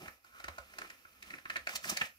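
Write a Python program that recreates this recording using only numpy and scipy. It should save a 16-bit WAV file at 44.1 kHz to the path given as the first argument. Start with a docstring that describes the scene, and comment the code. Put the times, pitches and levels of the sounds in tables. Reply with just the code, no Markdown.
"""Fingers rub a page over faint room hiss while the last page settles; a child leafs through a picture book.
The next page lifts, buckles in small snaps and sings under a fingertip, then sweeps over and lands.
Rubs, swipes and drags are random friction grains, snaps are clicks; filters give them the page's resonances.
Flexes are grains through a low resonance; bumps on the bedding are decaying low sines.
A near wall, scatter and a short tail of the small bedroom follow the page sounds."""
import sys
import numpy as np
from scipy import signal
from scipy.fft import rfft, irfft
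from scipy.io import wavfile

SR = 44100
rng = np.random.default_rng(int(sys.argv[2]) if len(sys.argv) > 2 else 0)


def file_out(sig):
    """Save sig as 16-bit WAV at sys.argv[1]."""
    # one column per channel
    cols = np.atleast_2d(sig).T
    # limit, then scale
    lim = np.clip(cols, -1, 1)
    pcm = np.round(lim * 32767).astype(np.int16)
    wavfile.write(sys.argv[1], SR, pcm)


N = 96138
TIME_S = np.arange(N) / SR
FILTER_HZ = np.fft.rfftfreq(4096, 1 / SR)

# Finger pressure on the page: t/s, level/dB
RUB_LEVEL = [(0, -49), (.06, -47.5), (.11, -57.5), (.15, -60), (.23, -70), (.26, -56), (.31, -62.5),
             (.36, -52.5), (.42, -52.5), (.55, -53), (.68, -55.5), (.77, -51.5), (.83, -47.5), (.92, -52.5),
             (1, -60), (1.14, -59), (1.21, -58), (1.27, -47.5), (1.35, -49.5), (1.43, -60.5), (1.52, -46),
             (1.66, -58), (2.08, -64), (2.18, -69.5)]
# Room hiss: t/s, level/dB
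HISS_LEVEL = [(0, -51), (.12, -47.5), (.2, -61), (.235, -57), (.26, -55.5), (1, -53), (1.6, -55),
              (2.18, -52)]
# Buckles of the bent sheet: t/s, level/dB, body/dB, middle/dB, treble/dB
SNAPS = [(0.019, -41.5, -2, -4, 22.5), (0.057, -12, 0, 0, -35), (0.0803, -7.5, -2.5, -2.5, -7),
         (0.2448, -21.5, -1, -16, -0.5), (0.4009, -13.5, 5, -5, 0), (0.4411, -3.5, 3.5, -4.5, -3),
         (0.4822, 1.5, 0.5, -8, -7.5), (0.5823, -4.5, 8, -10.5, -5), (.7361, -24, 11, 4, 2),
         (0.7851, -6, 5, 0.5, 4), (0.8165, -9, 6, 1, -3), (0.845, -14, 6.5, -9, -17),
         (0.9004, -16, -2, 8.5, 4.5), (1.0507, -17.5, -2.5, -5, -32), (1.225, -25, 3, 15.5, 17.5),
         (1.304, -15, -1, 8.5, -0.5), (1.3367, -7.5, -4.5, 3.5, -22), (1.3837, -16, 4, 4.5, -5.5),
         (1.4551, -4, -9, -0.5, -15.5), (1.4995, 0, -2.5, 4, -6), (1.558, -4, 2.5, 8.5, -5),
         (1.5658, -7, -1, 9, 4.5), (1.67, -1, 5.5, 4, 0), (1.6906, -3, 3.5, -1, 1),
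         (1.842, -7.5, -10, 6.5, -6), (1.853, -17.5, 18.5, -42, 16), (1.9705, -8, 4, 10, 17),
         (2.0152, -5.5, 3, 14.5, 2.5)]
# Page block flexes and pushes air: peak t/s, rise/s, fall/s, level/dB, f/Hz
FLEXES = [(.024, 0.018, 0.025, -56.5, 210), (0.031, 0.042, 0.012, -62.5, 420),
          (0.806, 0.036, 0.042, -67.5, 376), (1.23, 0.024, 0.015, -72.5, 240),
          (1.335, 0.027, 0.033, -62.5, 251), (1.5, .01, 0.028, -66.5, 222),
          (1.564, 0.0048, 0.011, -61, 231), (1.691, 0.011, 0.014, -66, 262),
          (1.859, 0.017, 0.012, -58, 190), (1.92, 0.012, 0.011, -54, 234), (2.015, 0.011, 0.011, -55, 216)]
# Page slides over neighbours and hand: peak t/s, rise/s, fall/s, level/dB, body/dB, middle/dB, treble/dB
SWIPES = [(.03, 0.044, 0.046, -45.5, 11, -20, -23), (1.703, 0.021, 0.06, -44.5, 6, 10.5, -2),
          (1.735, .008, 0.0032, -28, -30, -23, -12.5), (1.755, 0.0017, 0.0015, -23, 9.5, 4.5, -5),
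          (1.7614, 0.0059, 0.0016, -33, -9, 11, 7.5), (1.844, 0.018, 0.053, -38.5, -9, -5, -4),
          (1.896, 0.025, 0.03, -29, -5.5, 3.5, -6), (1.8982, 0.002, 0.00085, -27, 8.5, -7, 12),
          (1.921, .008, 0.0086, -35, 9, -12, -24), (1.9715, 0.0045, 0.0016, -35.5, 14.5, 20, 0.5),
          (2.0151, 0.0038, 0.0015, -21, 5.5, 12, -18.5), (2.03, 0.06, 0.031, -41, -1, 9.5, -4.5),
          (2.057, 0.0052, 0.011, -46, -6, 14.5, 0.5)]
# Book bumps on the bedding: t/s, level/dB
BUMPS = [(0.064, -57), (.445, -50.5), (0.483, -44.5), (0.588, -49.5), (.83, -85), (1.601, -55),
         (1.738, -56.5), (1.902, -54.5), (2.004, -63)]
# Fingertip drag on the bowed page: t/s, level/dB
DRAG_LEVEL = [(.22, -92), (.255, -78), (.3, -77), (.345, -60.5), (.385, -62.5), (.42, -65), (.5, -69),
              (.6, -65.5), (.66, -81), (.86, -67), (1, -86.5), (1.3, -73), (1.5, -87)]
# Broad colours of the sources: f/Hz, gain/dB
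RUB_COLOUR = [(40, 1), (130, -12.5), (250, -3), (450, -13.5), (650, -11.5), (950, -12), (1400, -10),
              (2400, -7.5), (3300, -13), (5000, -14.5), (8500, -16.5), (14000, -19)]
HISS_COLOUR = [(20, -6), (45, -6), (75, 4), (110, -6), (300, -20.5), (900, -38.5), (1500, -22.5),
               (2600, -3.5), (3300, -39), (5000, -12.5), (8500, -23), (12000, -10.5), (15000, -14)]
SNAP_COLOUR = [(40, -9), (130, -22.5), (250, -19), (400, -24), (650, -13), (950, -15.5), (1400, -7),
               (2200, -7.5), (3000, -17), (4500, -15.5), (7000, -20), (9000, -25.5), (14000, -29)]
SWIPE_COLOUR = [(40, -34.5), (120, -17), (220, -7), (360, -24.5), (650, -10), (1000, -10), (1500, -11.5),
                (2700, -12.5), (5000, -5.5), (7500, -4.5), (9500, -10.5), (14000, -9.5)]
# Resonances of bowed page and book: f/Hz, full width/Hz, lift/dB
PAGE_MODES = [(536, 114, 9), (820, 290, 0), (1294, 148, 10), (1782, 230, 6), (2354, 300, 4),
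              (2920, 264, 4.5), (4310, 500, 2)]
# Parts of the sheet radiating from different places: left lead/s, level/dB
SHEET_PARTS = [(0.000262, -1.5), (0.000176, -2.5)]
# Room decay: f/Hz, T60/s
ROOM_T60 = [(100, 0.1), (500, 0.23), (1500, 0.2), (5000, 0.17), (15000, 0.067)]
# Microphone colour: f/Hz, left minus right/dB
BALANCE = [(60, -3.6), (200, -4), (330, .5), (750, 1), (1050, -4), (1300, -6), (1800, -3.5), (2700, -.5),
           (4200, -4), (6400, -4.5), (9800, -.5), (13000, -5)]

RUB_GRAINS_PER_S, FINGER_SPREAD_DB = 1700, 2.5
SLIDE_GRAINS_PER_S, SLIDE_SPREAD_DB = 7000, 5.5
CRACKLE_NORM, CRACKLE_FALL_S = .55, .0012  # norm relative to the click
FLEX_HALF_WIDTH_HZ = 96
BUMP_CENTRE_HZ, BUMP_RISE_S, BUMP_FALL_S = 66, .006, .028
DRAG_HZ, DRAG_HALF_WIDTH_HZ, DRAG_GRAINS_PER_S = 1335, 130, 1400
DIRECT_DB, LEFT_LEAD_S, MIC_SPACING_M = -1.5, .00027, .14
WALL_DELAY_S, WALL_DB, WALL_LEFT_LEAD_S = .003, 3.0, .0002
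WALL_LOW_CUT_HZ, WALL_HIGH_CUT_HZ = 850, 9000
EARLY_DB, EARLY_FALL_S, TAIL_DB = -2.0, .004, -4.5
LOW_CUT_HZ, HIGH_CUT_HZ = 42, 15650


def amp(db):
    """Decibels to gain."""
    return 10 ** (np.asarray(db) / 20)


def read(points, hz):
    """Interpolates a table on a log-frequency axis."""
    f, value = np.transpose(points)
    return np.interp(np.log(hz + 1), np.log(f), value)


def level(points):
    """Gain over time from a table of levels, linear in dB."""
    return amp(np.interp(TIME_S, *np.transpose(points)))


def add(mix, s, sound):
    """Adds a sound to the mix at time s, trimming both ends."""
    at = round(s * SR)
    sound = sound[max(-at, 0):]
    part = mix[max(at, 0):][:len(sound)]
    part += sound[:len(part)]


def tint(x, db):
    """Minimum-phase filter with gains db on FILTER_HZ."""
    log_gain = np.log(amp(np.r_[db, db[-2:0:-1]]))
    spectrum = np.exp(np.conj(signal.hilbert(log_gain)))
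    taps = np.fft.ifft(spectrum).real
    return signal.fftconvolve(x, taps[:len(FILTER_HZ)])


def ring(x, hz, half_width_hz):
    """Passes x through one resonance, keeping the power of a white input."""
    gain = 1 / (1 + ((FILTER_HZ - hz) / half_width_hz) ** 2) + amp(-70)
    return tint(x, 20 * np.log10(gain / np.sqrt(np.mean(gain ** 2))))


def paper(colour, body_db=0, middle_db=0, treble_db=0):
    """Page gains in dB: broad colour, resonances and the tone of one touch."""
    touch = [(330, 0), (560, body_db), (780, body_db), (1050, 0), (1450, 0),
             (1850, middle_db), (2600, middle_db), (4800, treble_db)]
    modes = sum(lift / (1 + (2 * (FILTER_HZ - hz) / width) ** 2) for hz, width, lift in PAGE_MODES)
    return read(colour, FILTER_HZ) + read(touch, FILTER_HZ) + modes


def grains(size, per_s, spread_db):
    """Tiny stick-slip clicks of uneven strength and random sign, rms 1."""
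    chance, strength, sign = rng.random((3, size))
    hit = chance < per_s / SR
    gain = amp(spread_db * np.minimum(-np.log(1 - strength), 4))
    x = hit * gain * np.sign(sign - .5)
    return x / np.sqrt(np.mean(x ** 2) + 1e-12)


def stroke(rise_s, fall_s):
    """Friction grains that swell and die away; returns start relative to the peak, and sound."""
    t = TIME_S[:16384] - TIME_S[6000]
    swell = np.exp(-abs(t) / np.where(t < 0, rise_s, fall_s))
    return t[0], swell * grains(len(t), SLIDE_GRAINS_PER_S, SLIDE_SPREAD_DB)


def diffuse(size):
    """Noise from all sides at two microphones: alike in the bass, unrelated in the treble."""
    a, b = rfft(rng.standard_normal((2, size)))
    same = np.sinc(2 * np.fft.rfftfreq(size, 1 / SR) * MIC_SPACING_M / 343)  # speed of sound in m/s
    return irfft(np.array([a, same * a + np.sqrt(1 - same ** 2) * b]), size)


def rubbing():
    """Fingertips creep over the page in sparse friction grains."""
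    rub = level(RUB_LEVEL) * grains(N, RUB_GRAINS_PER_S, FINGER_SPREAD_DB)
    return tint(rub, paper(RUB_COLOUR))[:N]


def hiss():
    """Faint hiss and low rumble of the quiet room: coloured diffuse noise."""
    colour = read(HISS_COLOUR, FILTER_HZ)
    sides = np.array([tint(side, colour)[:N] for side in diffuse(N)])
    return level(HISS_LEVEL) * sides


def snaps():
    """Each buckle is one sharp click with a brief crackle that rings the page."""
    out, t = np.zeros(N), TIME_S[:1024]
    for s, db, *tone in SNAPS:
        click = grains(len(t), SLIDE_GRAINS_PER_S, SLIDE_SPREAD_DB) * np.exp(-t / CRACKLE_FALL_S)
        click *= CRACKLE_NORM / np.linalg.norm(click)
        click[0] += 1
        add(out, s, amp(db) * tint(click, paper(SNAP_COLOUR, *tone)))
    return out


def flexes():
    """Low, hollow flutter: friction strokes through a resonance of the flexing book."""
    out = np.zeros(N)
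    for s, rise_s, fall_s, db, hz in FLEXES:
        start_s, push = stroke(rise_s, fall_s)
        add(out, s + start_s, amp(db) * ring(push, hz, FLEX_HALF_WIDTH_HZ))
    return out


def swipes():
    """Sliding paper: dense friction grains swell, fade and ring the page."""
    out = np.zeros(N)
    for s, rise_s, fall_s, db, *tone in SWIPES:
        start_s, slide = stroke(rise_s, fall_s)
        add(out, s + start_s, amp(db) * tint(slide, paper(SWIPE_COLOUR, *tone)))
    return out


def bumps():
    """Soft thuds of the book on the quilt: decaying low sines of varied pitch."""
    out, t = np.zeros(N), TIME_S[:12000]
    envelope = (1 - np.exp(-t / BUMP_RISE_S)) * np.exp(-t / BUMP_FALL_S)
    for s, db in BUMPS:
        hz = BUMP_CENTRE_HZ * rng.uniform(.75, 1.25)
        add(out, s, amp(db) * envelope * np.sin(2 * np.pi * hz * t))
    return out


def drag():
    """Stick-slip of a fingertip keeps one page resonance ringing."""
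    friction = level(DRAG_LEVEL) * grains(N, DRAG_GRAINS_PER_S, FINGER_SPREAD_DB)
    return ring(friction, DRAG_HZ, DRAG_HALF_WIDTH_HZ)[:N]


def bedroom(x, left_lead_s):
    """Direct sound, a strong, thin near-wall bounce, furniture scatter and a short tail."""
    t = TIME_S[:16384]
    late = np.maximum(t - WALL_DELAY_S, 0)
    # tail: noise decaying at its own rate in each band
    hz, frame_s, bands = signal.stft(diffuse(len(t)), SR, nperseg=256)
    decay = amp(-60 * frame_s / read(ROOM_T60, hz)[:, None])
    tail = signal.istft(bands * decay, SR, nperseg=256)[1][:, :len(t)] * (late > 0)
    early = diffuse(len(t)) * np.exp(-late / EARLY_FALL_S) * (late > 0)
    echo = amp(TAIL_DB) * tail / np.linalg.norm(tail[0])
    echo += amp(EARLY_DB) * early / np.linalg.norm(early[0])
    # direct and wall paths; the right side lags
    f, right = np.fft.rfftfreq(len(t), 1 / SR), np.array([[0], [1]])
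    direct = amp(DIRECT_DB) * np.exp(-2j * np.pi * f * right * left_lead_s)
    wall = amp(WALL_DB) * np.exp(-2j * np.pi * f * (WALL_DELAY_S + right * WALL_LEFT_LEAD_S))
    wall = wall / (1 + 1j * f / WALL_HIGH_CUT_HZ)
    wall = wall * 1j * f / (WALL_LOW_CUT_HZ + 1j * f)
    paths = irfft(direct + wall) * (t < t[-1] / 2)  # drops wrapped pre-ringing
    return signal.fftconvolve(x[None], echo + paths, axes=1)[:, :N]


def scene():
    """Page sounds in the bedroom, plus bumps and hiss without added room sound."""
    friction = sum(amp(db) * bedroom(rubbing() + swipes(), lead_s) for lead_s, db in SHEET_PARTS)
    page = bedroom(snaps() + flexes() + drag(), LEFT_LEAD_S)
    return friction + page + bumps() + hiss()


def record(dry):
    """Each microphone has its own colour; then low cut and band limit."""
    size = N + 4096
    tilt_db = read(BALANCE, np.fft.rfftfreq(size, 1 / SR)) / 2
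    heard = irfft(rfft(dry, size) * amp([tilt_db, -tilt_db]), size)[:, :N]
    low_cut = signal.butter(3, LOW_CUT_HZ, "high", fs=SR, output="sos")
    heard = signal.sosfilt(low_cut, heard)
    band_limit = signal.firwin(255, HIGH_CUT_HZ, window=("kaiser", 9), fs=SR)
    return signal.oaconvolve(heard, band_limit[None], "same")


dry = scene()
out = record(dry)
file_out(out)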